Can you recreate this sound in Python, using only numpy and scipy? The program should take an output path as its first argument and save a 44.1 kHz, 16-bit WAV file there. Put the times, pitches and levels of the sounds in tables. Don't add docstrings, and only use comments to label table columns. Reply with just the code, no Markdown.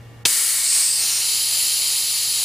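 import sys
import numpy as np
from scipy import signal
from scipy.fft import rfft, irfft, next_fast_len
from scipy.io import wavfile
from scipy.ndimage import uniform_filter1d, map_coordinates

SR = 44100
rng = np.random.default_rng(int(sys.argv[2]) if len(sys.argv) > 2 else 0)


def boost(x):
    u = np.asarray(x, float) / 20
    return 10 ** u


def unload_audio(sound):
    columns = np.transpose(np.atleast_2d(sound))
    steps = np.round(np.clip(columns, -1, 1) * 32767)
    wavfile.write(sys.argv[1], SR, steps.astype(np.int16))


N = 107648

# pitch_hz, density_db
ROOM_SPECTRUM = [(15, -55), (25, -21.5), (121, -21), (158, -24.5), (529, -33), (673, -32), (903, -36.5),
                 (1860, -39.5), (15000, -56)]
# pitch_hz, likeness_share
ROOM_LIKENESS = [(30, 0.72), (120, 0.74), (400, 0.72), (2000, 0.49), (10000, .3)]
# multiple_of_hum, level_db
HUM_BUZZ = [(4, -60.5), (5, -67.5), (7, -64), (10, -66), (15, -67), (16, -64.5), (19, -67), (24, -66)]
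# pitch_hz, t60_s
WALL_DECAY = [(200, 0.22), (2000, 0.067), (10000, 0.3)]
# pitch_hz, density_db
BURST_SPECTRUM = [(40, -25), (120, -6), (250, -8), (1300, -10.5), (2700, 0), (3500, -1), (6300, -3),
                  (15000, -24)]
# pitch_hz, density_db
JET_SPECTRUM = [(60, -33), (300, -30), (900, -25), (1500, -24), (2200, -17), (6000, -12.5), (12100, -21),
                (15500, -22)]
# time_s, level_db
JET_LEVEL = [
    (.25, -17.5),
    (.45, -19.5),
    (.62, -20),
    (.76, -17),
    (.92, -19),
    (1.06, -19.5),
    (1.16, -20.5),
    (1.5, -19.5),
    (2.0, -20),
    (2.44, -21),
]
# time_s, left_over_right_db
JET_PAN = [(.25, 3.5), (.35, 3), (.55, 3.5), (.75, 1.5), (1.2, 1), (2.44, 2.3)]
# pitch_hz, share
PAN_SHARE = [(300, 1.1), (1300, 0.66), (2400, 0.14), (4400, .05), (6000, 0.8), (9000, 0.96), (15000, 1.2)]
# time_s, pose_number (0 = raised, 4 = held; later stays held)
HAND_POSE = [(.25, 0), (.5, 0), (.63, 0.3), (.69, 1), (.8, 0.5), (.9, 1.43), (.96, 2), (1.07, 3.5),
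             (1.16, 3), (1.28, 4), (2.44, 8)]
# centre_hz, width_hz, level_db
RAISED_CUP = [(1940, 700, -12), (4700, 1400, -8.5), (5650, 530, -18), (6960, 1300, -9), (8120, 920, -3.5),
              (9340, 1640, -3), (10730, 1200, -4), (13100, 1500, -14), (14800, 1200, -13)]
PRESSED_CUP = [(2250, 1080, -9.5), (4680, 870, 2.5), (5320, 830, 1), (6650, 1500, -5), (8030, 1400, 3),
               (9130, 1250, 3.5), (10300, 1300, -9.5), (12900, 1200, -11.5), (14900, 900, -14)]
LIFTING_CUP = [(2400, 2100, -22.5), (4850, 890, 0.5), (5400, 500, -19), (6650, 700, -18), (7700, 750, 0),
               (8360, 660, 2), (10200, 1300, -2), (13000, 1200, -13), (15100, 700, -12)]
SWINGING_CUP = [(2950, 830, -19.5), (4090, 510, -7), (5480, 650, -3.5), (6930, 1000, -9.5),
                (7740, 380, -12), (8560, 600, -10), (9180, 1060, -5.5), (12700, 1200, -18),
                (15100, 900, -14)]
HELD_CUP = [(3090, 210, -9), (4490, 855, -0.5), (5800, 410, -15), (6840, 700, -10.5), (7560, 820, -6),
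            (9575, 770, -3), (10160, 1030, -4.5), (13170, 960, -8.5), (15000, 780, -24)]
# middle_s, length_s
WIDE_MOMENTS = [
    (.31, 0.61),
    (.72, .04),
    (1.31, 0.069),
    (1.568, 0.056),
    (2.146, .1),
]

OPEN_S = 0.2515
TOP_HZ = 15350


def unit(x):
    return x / np.sqrt(np.mean(x ** 2) + 1e-20)


def along(points, hz):
    pitch, value = np.transpose(points)
    return np.interp(np.log(hz + 1), np.log(pitch + 1), value)


def curve(rows, t):
    return np.interp(t, *np.transpose(rows))


def wobble(rate_hz):
    knots = rng.standard_normal(int(N * rate_hz / SR) + 4)
    return map_coordinates(knots, [np.arange(N) * rate_hz / SR])


def filtered(x, response):
    size = next_fast_len(N + 8192)
    hz = np.fft.rfftfreq(size, 1 / SR)
    return irfft(rfft(x, size) * response(hz), size)[..., :N]


def noise(spectrum, channels=1):
    white = rng.standard_normal((channels, N))
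    return unit(filtered(white, lambda hz: boost(along(spectrum, hz))))


def since_open():
    return np.maximum(np.arange(N) / SR - OPEN_S, 0)


def swell(rise_s):
    return 1 - np.exp(-(since_open() / rise_s) ** 2)


def room():
    def turn(hz):
        return np.arccos(np.clip(along(ROOM_LIKENESS, hz), 0, 1)) / 2

    mid, side = filtered(noise(ROOM_SPECTRUM, channels=2),
                         lambda hz: np.array([np.cos(turn(hz)), np.sin(turn(hz))]))
    rumble = boost(-46.5) * np.array([mid + side, mid - side])

    hum_hz, hum_db, sway_db = 117, -42, -2
    phase = 2 * np.pi * hum_hz * np.arange(N) / SR
    hum = boost(hum_db + sway_db * wobble(26)) * np.sin(phase + 0.5 * wobble(6))
    buzz = sum(boost(db) * np.sin(round(multiple) * phase + 2 * np.pi * rng.random())
               for multiple, db in HUM_BUZZ)

    duck_db, duck_s, overshoot_db, recover_s = -13, 0.02, -11, 0.35
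    gain_db = (duck_db + overshoot_db * np.exp(-since_open() / recover_s)) * swell(duck_s)
    return (rumble + np.sqrt(2) * (hum + buzz)) * boost(gain_db)


def walls(x):
    hz, t, z = signal.stft(rng.standard_normal((2, SR // 4)), SR, nperseg=256)
    decay = boost(-60 * t / along(WALL_DECAY, hz)[:, None])
    tail = signal.istft(z * decay, SR, nperseg=256)[1]
    tail = tail / np.linalg.norm(tail[0])
    delayed = np.pad(x, (60, 0))[None]
    return signal.fftconvolve(delayed, tail, axes=1)[:, :N]


def burst():
    level_db, rise_s, t60_s = 1, 0.0033, 0.034
    decay = boost(level_db - 60 * since_open() / t60_s)
    return noise(BURST_SPECTRUM)[0] * decay * swell(rise_s)


def jet_colour(hz, t):
    poses = np.array([RAISED_CUP, PRESSED_CUP, LIFTING_CUP, SWINGING_CUP, HELD_CUP], float)
    pose = np.clip(curve(HAND_POSE, t), 0, len(poses) - 1.001)
    k, part = pose.astype(int), pose % 1
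    share = part[:, None, None]
    centre, width, db = ((1 - share) * poses[k] + share * poses[k + 1]).T[..., None, :]
    offset = 2 * (hz[:, None] - centre) / width
    peaks = np.sum(boost(2 * db) / (1 + offset ** 2) ** 2, axis=0)
    broad = boost(along(JET_SPECTRUM, hz))[:, None]

    ripple_db = 1.6
    ripples = unit(uniform_filter1d(rng.standard_normal((len(hz), len(poses))), size=2, axis=0))
    ripples = ripples * (hz[:, None] > 1000)
    ripple = ripples[:, k] * np.sqrt(1 - part) + ripples[:, k + 1] * np.sqrt(part)

    near = np.sqrt(peaks + broad ** 2) * boost(ripple_db * ripple)
    far_colour = 0.74
    far = near ** far_colour * broad ** (1 - far_colour)
    return [gain / np.sqrt(np.mean(gain[hz < TOP_HZ] ** 2, axis=0)) for gain in (near, far)]


def jet():
    hz, t, z = signal.stft(rng.standard_normal(N), SR, nperseg=512)
    near, far = jet_colour(hz, t)
    pan = boost(np.outer(along(PAN_SHARE, hz), curve(JET_PAN, t)) / 2)

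    patchy_db = 0.55
    field = uniform_filter1d(rng.standard_normal(z.shape), size=6, axis=0)
    field = unit(uniform_filter1d(field, size=10, axis=1))
    coloured = z * boost(patchy_db * field) * [near * pan, near / pan, far]
    hiss = unit(signal.istft(coloured, nperseg=512)[1][:, :N])

    flutter_db, drift_db, rise_s = 0.13, 0.48, 0.0044
    level_db = curve(JET_LEVEL, np.arange(N) / SR)
    level_db = level_db + flutter_db * wobble(59.6) + drift_db * wobble(8.81)
    return hiss * boost(level_db) * swell(rise_s)


def scene():
    air = jet() + burst()
    walls_db = -9
    return air[:2] + boost(walls_db) * walls(air[2]) + room()


def narrowed(side):
    narrow_hz, band_hz, keep_over = 1400, 400, 1.05
    hz, t, z = signal.stft(side, SR, nperseg=1024)
    band = (hz / band_hz).astype(int)
    luck = rng.standard_normal((band.max() + 1, len(t) + 1))
    lasting, passing = luck[:, :1], unit(uniform_filter1d(luck[:, 1:], size=7, axis=1))
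    luck = 0.6 * lasting + 0.8 * passing
    wide = sum(np.abs(t - middle) < length / 2 for middle, length in WIDE_MOMENTS) > 0
    keep = (luck[band] > keep_over) | wide | (hz[:, None] < narrow_hz)
    return signal.istft(z * keep, nperseg=1024)[1][:N]


def band_limit(x):
    return signal.sosfilt(signal.butter(12, 16680, fs=SR, output="sos"), x)


def record(dry):
    ceiling = 0.91
    sound = dry / (1 + np.abs(dry / ceiling) ** 4) ** (1 / 4)

    hush_s, hush_hz, hush_db = 0.016, 2000, -14
    ahead_s = OPEN_S - np.arange(N) / SR
    hush = (1 - boost(hush_db)) * (ahead_s > 0) * (ahead_s < hush_s)
    sound = sound - hush * filtered(sound * (ahead_s > 0), lambda hz: hz > hush_hz)

    mid = sound.mean(axis=0)
    side = narrowed((sound[0] - sound[1]) / 2)
    stereo = np.array([mid + side, mid - side])
    mix = filtered(stereo, lambda hz: np.clip((TOP_HZ - hz) / 60, 0, 1))
    return band_limit(mix)


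dry = scene()
out = record(dry)
unload_audio(out)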